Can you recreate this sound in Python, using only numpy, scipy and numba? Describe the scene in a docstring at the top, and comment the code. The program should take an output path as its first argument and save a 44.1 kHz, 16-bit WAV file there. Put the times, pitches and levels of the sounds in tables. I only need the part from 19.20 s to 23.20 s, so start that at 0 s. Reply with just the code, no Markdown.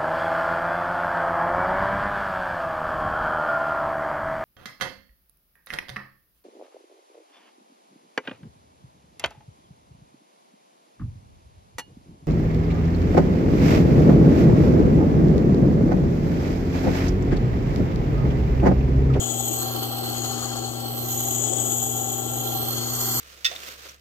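"""A steel axe blade held against a slow, wet grindstone, miked from close by in a small workshop.
Grit scratches the edge and rings the blade's damped modes, which swell and shift as the hand moves
the contact. The same scraping rasps in the stone, makes the tool rest ring and sing, and shakes
housing and bench. The motor hums and whines underneath."""
import sys
import numpy as np
from scipy import signal
from scipy.fft import rfft, irfft
from scipy.io import wavfile
from scipy.ndimage import uniform_filter1d
from numba import njit

SR = 44100
rng = np.random.default_rng(int(sys.argv[2]) if len(sys.argv) > 2 else 0)


def unload_wav(signal):
    """Save mono or channel-first audio to the path in sys.argv[1] as 16-bit WAV at rate SR, clipped to [-1, 1]."""
    wavfile.write(
        sys.argv[1],
        SR,
        np.round(np.clip(np.atleast_2d(signal).T, -1, 1) * 32767).astype(np.int16),
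    )


N = 176400

# The blade's modes. Each entry: frequency in Hz.
BLADE_HZ = [3080, 3250, 4210, 5120, 6350, 6850, 7900, 8290, 11700, 12080, 12620, 13930, 14850]
# The same modes at the microphones. Each row: name of the level curve, width in Hz, trim in dB,
# left over right in dB, left lead in radians, likeness of the two sides from 0 to 1.
BLADE_MODES = [("11k", 330, -8, 11, 0.69, 0.58), ("3k", 304, -0.35, 0.36, -3, 0.89),
               ("4k", 236, -0.33, 1, -2.7, 0.92), ("rasp", 210, -14.5, 1.6, -4.9, 0.63),
               ("hiss", 600, 1.5, 4, -.5, 0.6), ("7k", 310, 0, 13.5, -1, 0.92),
               ("8k", 280, 0.3, 20, -2.1, 0.45), ("hiss", 290, 0, 8.2, -.3, 0.44),
               ("11k", 370, -3.5, -2.5, -2.5, 0.33), ("12k", 280, -.3, -6.5, -1.5, 0.75),
               ("12k", 750, -5, -6, -1.6, 0.7), ("hiss", 170, -1.9, 1, 2, 0.23),
               ("11k", 300, -12, 3.8, -1.6, .2)]
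# Mode levels as the contact moves. Each row: time in seconds, level in dB before trim.
LEVEL_3K = [(0, -40), (.5, -46), (1.2, -44.5), (1.7, -48.5), (2.4, -43), (3.05, -47.5), (3.3, -41.5),
            (4.0, -45)]
LEVEL_4K = [(0, -47), (.3, -49), (.4, -39.5), (1.2, -38.5), (2.0, -45), (2.35, -54.5), (3.1, -49.5),
            (3.4, -41.5), (4.0, -35)]
LEVEL_7K = [(0.0, -27.5), (0.4, -35.5), (0.5, -42), (0.8, -54), (1.0, -34.5), (1.52, -40), (1.72, -59),
            (1.88, -37.5), (2.12, -27.5), (2.56, -26.5), (2.6, -29), (3.32, -37.5), (3.4, -53), (3.56, -38),
            (3.99, -31)]
LEVEL_8K = [(0.0, -37), (0.42, -36.5), (0.48, -51), (0.84, -44.5), (1.85, -48), (2.36, -30.5), (3.0, -42),
            (3.16, -38), (3.2, -48), (3.99, -45)]
LEVEL_11K = [(0.0, -39.5), (0.2, -40), (0.96, -38), (1.44, -43), (2.12, -39), (2.32, -39.5), (2.5, -40),
             (3.36, -41), (3.99, -40.5)]
LEVEL_12K = [(0.0, -51), (0.2, -39), (0.4, -35.0), (1.48, -51), (1.88, -33.5), (2.12, -34.5), (2.32, -52),
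             (2.45, -36), (2.68, -34), (3.05, -39.5), (3.4, -32.5), (3.6, -38), (3.99, -26.5)]
# The contact bends some modes. Each row: time in seconds, pitch in Hz; only the swing about the mean counts.
BEND_3K = [(0, 3280), (1.2, 3140), (2.2, 3310), (4.0, 3240)]
BEND_4K = [(0, 4140), (.3, 4150), (.45, 4250), (1.75, 4300), (1.95, 4080), (3.2, 4100), (3.55, 4320),
           (4.0, 4400)]
BEND_7K = [(0, 6980), (.6, 6690), (1.4, 6830), (1.85, 6760), (2.35, 6960), (3.0, 6920), (3.55, 6700),
           (4.0, 7180)]
BEND_12K = [(0, 12120), (.6, 12150), (1.0, 11850), (1.5, 11780), (1.85, 12200), (2.3, 12080), (2.8, 12180),
            (3.4, 12130), (3.62, 11900), (4.0, 12400)]
# Wet hiss, stone rasp, tool rest and housing. Each row: time in seconds, level in dB before trim.
HISS_LEVEL = [(0.0, -51), (0.56, -54), (1.0, -50.5), (1.72, -53.5), (1.96, -47), (3.04, -56.5), (3.99, -38)]
RASP_LEVEL = [(0.0, -46.5), (0.32, -52), (0.4, -42), (0.66, -45.5), (1.32, -40.5), (1.48, -48.5),
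              (3.12, -48.5), (3.99, -38.5)]
REST_LEVEL = [(0.0, -40), (.64, -37), (1.32, -39), (1.7, -40), (2.5, -38), (2.75, -35.5), (3.1, -40.5),
              (3.33, -33), (3.52, -43), (3.99, -41.5)]
RUMBLE_LEVEL = [(0.0, -34.5), (0.28, -35.5), (1.8, -38), (2.15, -36), (2.35, -32), (2.55, -38),
                (3.44, -36.5), (3.99, -40.5)]
# Tone colour of hiss, stone, housing and bench. Each row: frequency in Hz, relative gain in dB.
HISS_COLOUR = [(1500, -32), (2000, 13.5), (2500, -7), (3000, -24), (5200, 11), (8200, 11), (9300, -19),
               (10600, 5.5), (13000, 0), (15800, -6)]
RASP_COLOUR = [(700, -16), (900, -8), (990, 10), (1060, 4), (1140, 8.5), (1290, 7.5), (1370, 10),
               (1470, -1.5), (1580, 3), (1750, -6), (2600, -18)]
RUMBLE_COLOUR = [(150, -40), (250, -12), (315, 5.5), (380, 4.5), (435, -1.5), (465, -6.5), (510, 0),
                 (590, -5), (630, -2), (720, -1), (850, -9), (960, -27.5)]
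BENCH_COLOUR = [(20, -38), (40, -2.5), (62, 2), (105, -6.5), (140, 7), (180, -10), (230, -10), (400, -66)]
# Two mains hum tones, then the tones of the drive. Each entry: frequency in Hz.
MOTOR_HZ = [120, 240, 88, 322, 349, 425, 1127, 1368]
# The same tones at the microphones. Each row: level in dB, left over right in dB, left lead in radians.
MOTOR_TONES = [(-35.5, 3, -0.04), (-40.5, 8.5, 1.1), (-56, -2, 1), (-59, 0, -1.2), (-49.5, 35, 0.12),
               (-49, 44, 0), (-57, 4.5, 2), (-58, 35, 1.5)]

GRAINS_PER_S, GRAIN_SPREAD_DB, HARDEST_DB = 32000, 6.5, 8.5
JUDDER_HZ, JUDDER_DB, CHATTER_HZ, CHATTER_DB = 25, 1.14, 244, 1.5
SKIRT_WIDTHS = 2.57  # beyond this span a mode falls away steeply
REST_PAN_DB = 11.5  # the tool rest sits to the left
SING_HZ, SING_WANDER_HZ, SING_WAVER_DB = 771, 6, 1.8
HUM_WAVER_DB, DRIVE_WAVER_DB, DRIVE_WANDER_HZ = 0.85, 3, 4.5
ROOM_T60_S, ROOM_DB, TOP_HZ = 0.12, -2.5, 15750


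def undb(db):
    """Decibels to gain."""
    return 10 ** (np.asarray(db) / 20)


def curve(rows):
    """A table's values, joined by straight lines in time."""
    seconds, values = np.array(rows).T
    return np.interp(np.arange(N) / SR, seconds, values)


def walk(hz):
    """Smooth random drift with about hz new values a second, spread 1."""
    freqs = np.fft.rfftfreq(N, 1 / SR)
    drift = irfft(rfft(rng.standard_normal(N)) * (freqs > 0) / (1 + (2 * freqs / hz) ** 2), N)
    return drift / drift.std()


def colour(x, points):
    """Shape a sound by (Hz, dB) points."""
    hz, db = np.array(points).T
    gain_db = np.interp(np.log(np.fft.rfftfreq(N, 1 / SR) + 1), np.log(hz), db)
    return irfft(rfft(x) * undb(gain_db), N)


@njit
def ring(x, hz, width_hz):
    """A damped resonance whose centre may move."""
    out, state = np.empty(len(x)), 0j
    decay = np.exp(-np.pi * width_hz / SR)
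    for i in range(len(x)):
        state = state * decay * np.exp(2j * np.pi * hz[i] / SR) + x[i]
        out[i] = state.real
    return out


def mode(pair, hz, width_hz):
    """A resonance with steep outer skirts, for each of two excitations."""
    hz = hz * np.ones(N)
    return np.array([ring(ring(x, hz, float(width_hz)), hz, width_hz * SKIRT_WIDTHS) for x in pair])


def place(pair, pan_db, lead, alike):
    """Mix two unrelated sounds onto the left and right microphones at rms 1; lead is in radians."""
    lagged = irfft(rfft(pair[0]) * np.exp(-1j * lead), N)
    right = alike * lagged + np.sqrt(1 - alike ** 2) * pair[1]
    out = np.array([pair[0] * undb(pan_db), right])
    return out / out.std()


def grit(bite):
    """Two streams of tiny grain strikes of uneven hardness, scaled by the bite of the edge."""
    hits = rng.random((2, N)) < GRAINS_PER_S / SR
    strikes = hits * rng.standard_normal((2, N))
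    hardness_db = np.minimum(GRAIN_SPREAD_DB * rng.exponential(size=(2, N)), HARDEST_DB)
    return bite * strikes * undb(hardness_db)


def wet_hiss(bite):
    """The edge scrapes over wet stone with a broad hiss."""
    hiss = place(colour(grit(bite), HISS_COLOUR), pan_db=3.5, lead=np.pi, alike=0.14)
    return hiss * undb(curve(HISS_LEVEL) + 0.5)


def blade(bite):
    """Grit rings the steel, damped by the fingers; the moving contact bends some modes."""
    levels = {"rasp": RASP_LEVEL, "hiss": HISS_LEVEL, "3k": LEVEL_3K, "4k": LEVEL_4K,
              "7k": LEVEL_7K, "8k": LEVEL_8K, "11k": LEVEL_11K, "12k": LEVEL_12K}
    bends = {"3k": curve(BEND_3K), "4k": curve(BEND_4K), "7k": curve(BEND_7K), "12k": curve(BEND_12K)}
    out = np.zeros((2, N))
    for hz, (name, width_hz, trim_db, pan_db, lead, alike) in zip(BLADE_HZ, BLADE_MODES):
        bend = bends.get(name, 0)
        steel = mode(grit(bite), hz + bend - np.mean(bend), width_hz)
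        out += place(steel, pan_db, lead, alike) * undb(curve(levels[name]) + trim_db)
    return out


def workshop(x):
    """The close sound plus short, dense reflections off bench and walls."""
    t = np.arange(SR // 2) / SR
    tail = rng.standard_normal((2, len(t))) * undb(-60 * t / ROOM_T60_S)
    tail /= np.sqrt((tail ** 2).sum(axis=1, keepdims=True))
    return x + undb(ROOM_DB) * signal.fftconvolve(x, tail, axes=1)[:, :N]


def stone_rasp(bite):
    """The scraping rasps low in the stone, left of centre."""
    rasp = place(colour(grit(bite), RASP_COLOUR), pan_db=7, lead=1.52, alike=1)
    return rasp * undb(curve(RASP_LEVEL) + 0.5)


def rest_ring(bite):
    """The scraping rings one narrow mode of the tool rest."""
    ringing = place(mode(grit(bite), hz=787, width_hz=44), REST_PAN_DB, lead=-0.22, alike=0.39)
    return ringing * undb(curve(REST_LEVEL) - 2.5)


def rumble():
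    """Grinding shakes the housing on the left and, deeper and fainter, the bench on the right."""
    housing = place(colour(grit(1), RUMBLE_COLOUR), pan_db=10, lead=1.67, alike=1)
    bench = place(colour(grit(1), BENCH_COLOUR), pan_db=-8, lead=0, alike=0.52)
    return housing * undb(curve(RUMBLE_LEVEL) + 1) + bench * undb(-47)


def rest_singing():
    """Friction keeps the tool rest sounding as a nearly clean, slightly wandering tone."""
    phase = 2 * np.pi * np.cumsum(SING_HZ + SING_WANDER_HZ * walk(30.5)) / SR
    tone = np.array([undb(REST_PAN_DB) * np.sin(phase), np.sin(phase)])
    tone *= undb(SING_WAVER_DB * walk(26))
    return tone / tone.std() * undb(curve(REST_LEVEL) - 3.5)


def motor():
    """Mains hum holds its pitch; the weaker tones of the drive wander and waver."""
    out = np.zeros((2, N))
    for k, (hz, (db, pan_db, lead)) in enumerate(zip(MOTOR_HZ, MOTOR_TONES)):
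        waver_db, wander_hz = (HUM_WAVER_DB, 0) if k < 2 else (DRIVE_WAVER_DB, DRIVE_WANDER_HZ)
        phase = 2 * np.pi * np.cumsum(hz + wander_hz * walk(8.9)) / SR
        tone = np.array([undb(pan_db) * np.sin(phase + lead), np.sin(phase)])
        tone *= undb(waver_db * walk(12.7))
        out += tone / tone.mean(axis=0).std() * undb(db)
    return out


def scene():
    """Close to the wheel: the edge bites unevenly into the turning stone while the motor runs."""
    judder = walk(JUDDER_HZ)
    judder -= uniform_filter1d(judder, size=SR // 16)  # keep only the quick shake
    bite = undb(JUDDER_DB * judder + CHATTER_DB * walk(CHATTER_HZ))
    edge = workshop(wet_hiss(bite) + blade(bite))
    return edge + stone_rasp(bite) + rest_ring(bite) + rumble() + rest_singing() + motor()


def record(dry):
    """The recorder cuts the treble steeply above TOP_HZ."""
    return signal.sosfilt(signal.ellip(10, .2, 80, TOP_HZ, fs=SR, output="sos"), dry)


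dry = scene()
out = record(dry)
unload_wav(out)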